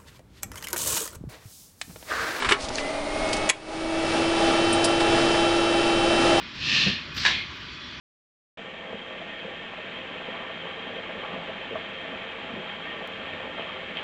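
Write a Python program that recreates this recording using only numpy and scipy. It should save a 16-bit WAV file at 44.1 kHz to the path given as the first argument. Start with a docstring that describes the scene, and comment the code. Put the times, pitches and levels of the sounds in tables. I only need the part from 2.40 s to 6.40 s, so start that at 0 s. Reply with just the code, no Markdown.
"""An open computer in a small room, just switched on, heard from a hand-held microphone. The drive
spindle starts to whine and the fan to rush and hum, while the metal case is knocked and scraped in
handling and small parts tick. About a second in, a hard clack makes the recorder's gain control duck
the whir for a moment. The microphone moves in close to the drive bay, a few more ticks and a light
knock follow, and fan and spindle level off at full speed."""
import sys
import numpy as np
from scipy import signal
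from scipy.fft import rfft, irfft
from scipy.io import wavfile
from scipy.ndimage import uniform_filter1d, minimum_filter1d

SR = 44100
rng = np.random.default_rng(int(sys.argv[2]) if len(sys.argv) > 2 else 0)


def master(y):
    """Save y as 16-bit WAV."""
    cut = np.clip(np.atleast_2d(y).T, -1, 1)
    pcm = np.round(cut * 32767)  # scale
    wavfile.write(sys.argv[1], SR, pcm.astype(np.int16))


N = 176400
T = np.arange(N) / SR

# Strength of the air flow as the fan runs up. Each row: time in seconds, gain in dB.
FLOW_GAIN = [(0, -12), (.25, -7), (.4, -7), (.55, -5), (.8, -1), (1.5, -2.5), (2.5, -1), (4, -0.5)]


def spindle(near):
    """Motor whine: multiples of the turn rate, each singing out as it crosses a housing resonance."""
    # The run-up. Each row: time in seconds, turns per second.
    speed = [(0, 73), (.35, 82.9), (.6, 87.6), (.8, 90.35), (1.02, 92.4), (1.3, 94.1), (1.6, 95.2),
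             (2, 95.72), (2.5, 95.98), (4, 95.98)]
    # The whine. Each row: multiple of the turn rate (rounded in use), relative dB far off and close up.
    partials = [(1, -57, -47), (14, -52, -40.5), (21, -57, -53.5), (24, -47, -45), (28, -54.5, -34.5),
                (32, -71, -33), (35, -57, -44.5), (36, -58, -56), (40, -65, -42), (44, -66, -54),
                (49, -68, -49), (52, -68, -47), (56, -71, -50.5), (58, -69, -53), (91, -63, -66),
                (94.7, -62, -51.5), (99, -68, -66)]
    # Resonances of the drive housing. Each row: centre in Hz, width in Hz, lift in dB.
    housing = [(2035, 45, 9), (2195, 100, 9), (2440, 40, 10)]
    # Swell of the whine as the motor gathers speed. Each row: time in seconds, gain in dB.
    swell = [(0, -22), (.27, -14), (.4, 0), (.6, -3), (.85, 1), (1.4, 0), (4, 0)]
    whine = 0
    for multiple, far_db, close_db in partials:
        hz = round(multiple) * curve(speed)
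        lift_db = sum(db / (1 + (2 * (hz - centre) / width) ** 2) for centre, width, db in housing)
        whine += tone(hz, waver_db=0.9) * mic_gain(far_db, close_db, near) * amp(lift_db)
    return whine * amp(curve(swell))


def fan_blades(near):
    """The fan's hum at the rate its blades pass, with weak overtones that grow with the air flow."""
    # The run-up. Each row: time in seconds, blade passes per second.
    blade_rate = [(0, 250), (.4, 279), (.7, 297), (1, 312.5), (1.4, 324.3), (1.8, 331.5), (2.3, 336.5),
                  (2.8, 338.6), (3.4, 339.6), (4, 339.6)]
    # The blade tone at the microphone. Each row: time in seconds, level in dB.
    hum_level = [(0, -45), (.35, -45), (.6, -38), (1, -39), (1.25, -30.5), (1.45, -27), (1.75, -27),
                 (2.3, -25.5), (3.1, -25), (4, -25.5)]
    # Its overtones. Each row: multiple of the blade rate, relative dB far off and close up.
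    partials = [(2, -38.5, -39), (3, -56, -47), (4, -49, -41.5)]
    jitter, waver_db = 0.0014, 0.2
    hz = curve(blade_rate) * (1 + jitter * wander(15.8))
    overtones = sum(tone(multiple * hz, waver_db) * mic_gain(far_db, close_db, near)
                    for multiple, far_db, close_db in partials)
    hum = tone(hz, waver_db) * amp(curve(hum_level))
    return hum + overtones * amp(curve(FLOW_GAIN))


def air_rush(near):
    """Turbulence from the fan: a broad rush and the hollow resonances of the case."""
    # The rush. Each row: frequency in Hz, relative density in dB far off and close up.
    spectrum = [(20, -51.5, -54), (42, -55.5, -58.5), (68.4, -65.5, -68.5), (113, -71.5, -58),
                (169, -66.5, -63.5), (260, -60.5, -54), (408, -58, -52.5), (498, -64, -54.5),
                (527, -55.5, -50.5), (777, -58.5, -60.5), (940, -61.5, -58), (1050, -64.5, -66),
                (1204, -64, -56.5), (1545, -67.5, -63), (1720, -71.5, -58.5), (2040, -63, -67),
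                (2500, -70.5, -62.5), (3380, -72, -64.5), (4400, -73, -68.5), (5620, -78, -70.5),
                (6170, -78.5, -75), (8260, -85.5, -79.5), (9080, -76.5, -77.5), (10510, -90, -87)]
    # Air resonances of the case. Each row: centre in Hz, width in Hz, relative dB far off and close up.
    cavities = [(140, 76, -49.5, -41), (231, 39, -44, -45.5), (632.4, 40, -30.5, -32.5),
                (814.4, 46, -41, -29.5), (976, 44, -45, -49.5)]
    log_hz = np.log([row[0] for row in spectrum])
    white = rng.standard_normal(N) * np.sqrt(SR / 2)  # unit power per Hz
    rush = 0
    for (_, far_db, close_db), weights in zip(spectrum, np.eye(len(spectrum))):
        one_band = filtered(white, lambda f: np.interp(np.log(f), log_hz, weights))
        rush += one_band * mic_gain(far_db, close_db, near)
    for centre, width, far_db, close_db in cavities:
        rush += noise(band(centre, width)) * mic_gain(far_db, close_db, near)
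    waver_db = 1.44 * wander(3)
    return rush * amp(curve(FLOW_GAIN) + waver_db)


def clacks():
    """Three hard contacts on metal within ten milliseconds, heard as one loud clack."""
    # The contacts. Each row: start in seconds, relative level in dB, treble lift in dB per octave.
    contacts = [(1.0912, 0.5, 0), (1.097, 6, 5), (1.101, 1, -2)]
    # Their crack. Each row: frequency in Hz, relative density in dB.
    crack = [(100, -16), (500, -5.5), (1500, -2), (2600, 0.5), (3400, 0), (4000, -5), (5800, -13),
             (7700, -2), (8700, -12), (10200, -12)]
    # Their ring. Each row: frequency in Hz, relative level in dB, seconds to fall 60 dB.
    modes = [(553, -18, .07), (1048, -18, .06), (1811, -14, .05), (1988, -5, .055), (2287, -7, .05),
             (2496, -6, .05), (2805, -9, .045), (3338, -6, .045), (5525, -14, .025), (6476, -8, .025),
             (9710, -14, .02)]
    out = np.zeros(N)
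    for start, db, lift_db in contacts:
        strike = metal_strike(crack, modes, lift_db, t60=0.04, ring_db=-3.5, attack_s=0.0003)
        add(out, start, amp(db) * strike)
    return out


def knocks():
    """The case rattles in the hand: softer blows that set its panels ringing."""
    # Each row: start in seconds, relative level in dB, treble lift in dB per octave,
    # seconds for the crack to fall 60 dB.
    blows = [(0, -29.5, 3, 0.3), (0.022, -22, 1, 0.11), (.046, -21, 0.5, 0.19), (0.088, -17, 2.5, 0.14),
             (0.11, -16, -1, 0.18), (0.119, -4.5, 1.5, 0.063), (2.603, -22.5, 5, 0.1)]
    # Body of the case. Each row: frequency in Hz, relative density in dB.
    body = [(80, -20), (250, -18), (400, -0.5), (600, -22), (1000, 1.5), (1700, 0.5), (2600, -4),
            (3600, -10), (5000, -15.5), (6500, -24), (7800, -22), (10400, -32.5)]
    # Panel modes. Each row: frequency in Hz, relative level in dB, seconds to fall 60 dB.
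    modes = [(392, -5, 0.081), (895, -14, 0.12), (1117, -13.5, 0.25), (1300, -17.5, 0.24),
             (1426, -6, 0.076), (1733, -8.5, 0.089), (2240, -3.5, 0.055), (2975, -4, .06),
             (3660, -7, 0.048)]
    out = np.zeros(N)
    for start, db, lift_db, t60 in blows:
        add(out, start, amp(db) * metal_strike(body, modes, lift_db, t60, ring_db=-1.5, attack_s=0.0012))
    return out


def metal_strike(spectrum, modes, lift_db, t60, ring_db, attack_s):
    """A blow on metal: a dense crack and a few ringing modes, brighter when the contact is harder."""
    t = T[:SR // 2]
    tilt = lambda f: amp(lift_db * np.log2(np.clip(f, 500, 10000) / 2000))
    crack = noise(lambda f: colour(spectrum)(f) * tilt(f), len(t)) * decay(t, t60)
    ring = sum(amp(db) * tilt(hz) * np.sin(2 * np.pi * (hz * t + rng.random())) * decay(t, ring_s)
               for hz, db, ring_s in modes)
    return (crack + amp(ring_db) * ring) * (1 - np.exp(-t / attack_s))


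def ticks_and_bumps():
    """Small parts tick and the hand bumps dully: each a burst of noise dying away in one band."""
    # Each row of both: start in seconds, relative level in dB, centre in Hz, width in Hz,
    # seconds to fall 60 dB.
    ticks = [(.286, -18.5, 3800, 2500, 0.014), (0.2912, -20, 5000, 2500, 0.01),
             (.3565, -12.5, 4400, 694, 0.0055), (0.356, -15, 6500, 700, 0.0078),
             (0.3815, -15.5, 2320, 1300, 0.037), (.889, -27.5, 4500, 4000, .03),
             (.929, -16, 3730, 3780, 0.055), (0.965, -27, 5500, 4900, .05), (2.327, -20, 8740, 900, 0.064),
             (2.4405, -17, 4840, 1100, 0.077), (2.443, -16.5, 9100, 3500, 0.067)]
    bumps = [(0.058, -30, 40, 50, 0.34), (.232, -25, 45, 60, 0.11), (.288, -22, 110, 119, .08),
             (.303, -18, 880, 400, 0.03)]
    out, t = np.zeros(N), T[:SR // 2]
    for start, db, hz, width, t60 in ticks + bumps:
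        attack_s = 0.033 * t60
        envelope = (1 - np.exp(-t / attack_s)) * decay(t, t60)
        add(out, start, amp(db - 0.5) * noise(band(hz, width), len(t)) * envelope)
    return out


def scrapes():
    """Short rubs on the case: a high hiss that swells and falls, rough with friction."""
    # Each row: start in seconds, length in seconds, relative level in dB, centre in Hz, width in Hz.
    strokes = [(0.103, 0.014, -32, 8650, 2500), (0.187, 0.099, -32, 4300, 3000),
               (0.301, 0.14, -36.5, 4700, 2400)]
    out, t = np.zeros(N), T[:SR // 2]
    for start, length, db, hz, width in strokes:
        swell = np.sin(np.pi * np.minimum(t / length, 1))
        roughness = amp(2.1 * wander(180)[:len(t)])
        add(out, start, amp(db) * noise(band(hz, width), len(t)) * swell * roughness)
    return out


def room(direct):
    """The direct sound with the short, dull echo of a small room 22 dB under it."""
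    t = T[:SR // 2]
    build_up = np.minimum(t / 0.023, 1)
    tail = noise(lambda f: 1 / np.hypot(1, f / 2200), len(t)) * decay(t, t60=0.19) * build_up
    return direct + amp(-22) * signal.fftconvolve(direct, tail / np.linalg.norm(tail))[:N]


def mic_gain(far_db, close_db, near):
    """Gain of a layer as the microphone moves from far off (near = 0) to close up (near = 1)."""
    return amp(far_db + (close_db - far_db) * near)


def tone(hz, waver_db):
    """A tone locked to a turning part, wavering in level."""
    cycles = np.cumsum(hz) / SR + rng.random()
    return np.sqrt(2) * np.sin(2 * np.pi * cycles) * amp(waver_db * wander(10))


def amp(db):
    """Decibels to gain."""
    return 10 ** (np.asarray(db) / 20)


def curve(rows):
    """Straight lines through (seconds, value) points."""
    return np.interp(T, *np.array(rows, float).T)


def decay(t, t60):
    """Exponential decay, 60 dB down after t60 seconds."""
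    return np.exp(-np.log(1000) * t / t60)


def filtered(x, gain_at):
    """Filter by a gain given as a function of frequency."""
    hz = np.maximum(np.arange(len(x) // 2 + 1) * SR / len(x), 1)
    return irfft(rfft(x) * gain_at(hz), len(x))


def colour(points):
    """Gain through (Hz, dB) points on a log-frequency axis."""
    hz, db = np.array(points, float).T
    return lambda f: amp(np.interp(np.log(f), np.log(hz), db))


def band(hz, width):
    """Gain of a steep resonance."""
    return lambda f: 1 / (1 + ((f * f - hz * hz) / (f * width)) ** 2 / 2)


def noise(gain_at, size=N):
    """Coloured noise of rms 1."""
    x = filtered(rng.standard_normal(size), gain_at)
    return x / np.sqrt(np.mean(x ** 2))


def wander(rate_hz):
    """Random drift of rms 1, mostly slower than rate_hz."""
    return noise(lambda f: 1 / (1 + (f / rate_hz) ** 2) ** 2)


def add(out, start, x):
    """Mix a sound in at a start time in seconds."""
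    i = int(start * SR)
    out[i:i + len(x)] += x[:N - i]


def scene():
    """At one moving microphone: fan and spindle run on under the handling, which echoes in the room."""
    # The microphone's path to the drive bay. Each row: time in seconds, nearness from 0 far to 1 close.
    mic_path = [(0, 0.53), (.4, 0.31), (.7, 0.12), (1.05, 0.64), (1.5, 0.58), (1.85, 0.86), (2.3, 0.95),
                (3, 0.98), (4, 0.99)]
    near = curve(mic_path)
    whir = air_rush(near) + fan_blades(near) + spindle(near)
    handling = clacks() + knocks() + ticks_and_bumps() + scrapes()
    return (whir + room(handling))[None]


def record(dry):
    """The recorder's gain ducks at once on a loud sound, holds and recovers; peaks clip, the top is cut."""
    limit_db, top_hz = -12, 10450
    sense_s, lookahead_s, hold_s, release_s = 0.0055, 0.003, 0.15, 0.16
    mic = dry[0]
    power = np.interp(T + lookahead_s, T, uniform_filter1d(mic ** 2, int(sense_s * SR)))
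    over_db = np.maximum(10 * np.log10(np.maximum(power, 1e-12)) - limit_db, 0)
    half_hold = int(hold_s * SR / 2)
    # the largest overshoot of the last hold_s seconds
    held_db = -minimum_filter1d(-over_db, 2 * half_hold + 1, origin=half_hold, mode="constant")
    recovery = np.exp(T / release_s)
    duck_db = np.maximum.accumulate(held_db * recovery) / recovery
    clipped = np.clip(mic * amp(-duck_db), -1, 1)
    top_cut = signal.ellip(9, 0.2, 80, top_hz, fs=SR, output="sos")
    return signal.sosfilt(top_cut, clipped)[None]


dry = scene()
out = record(dry)
master(out)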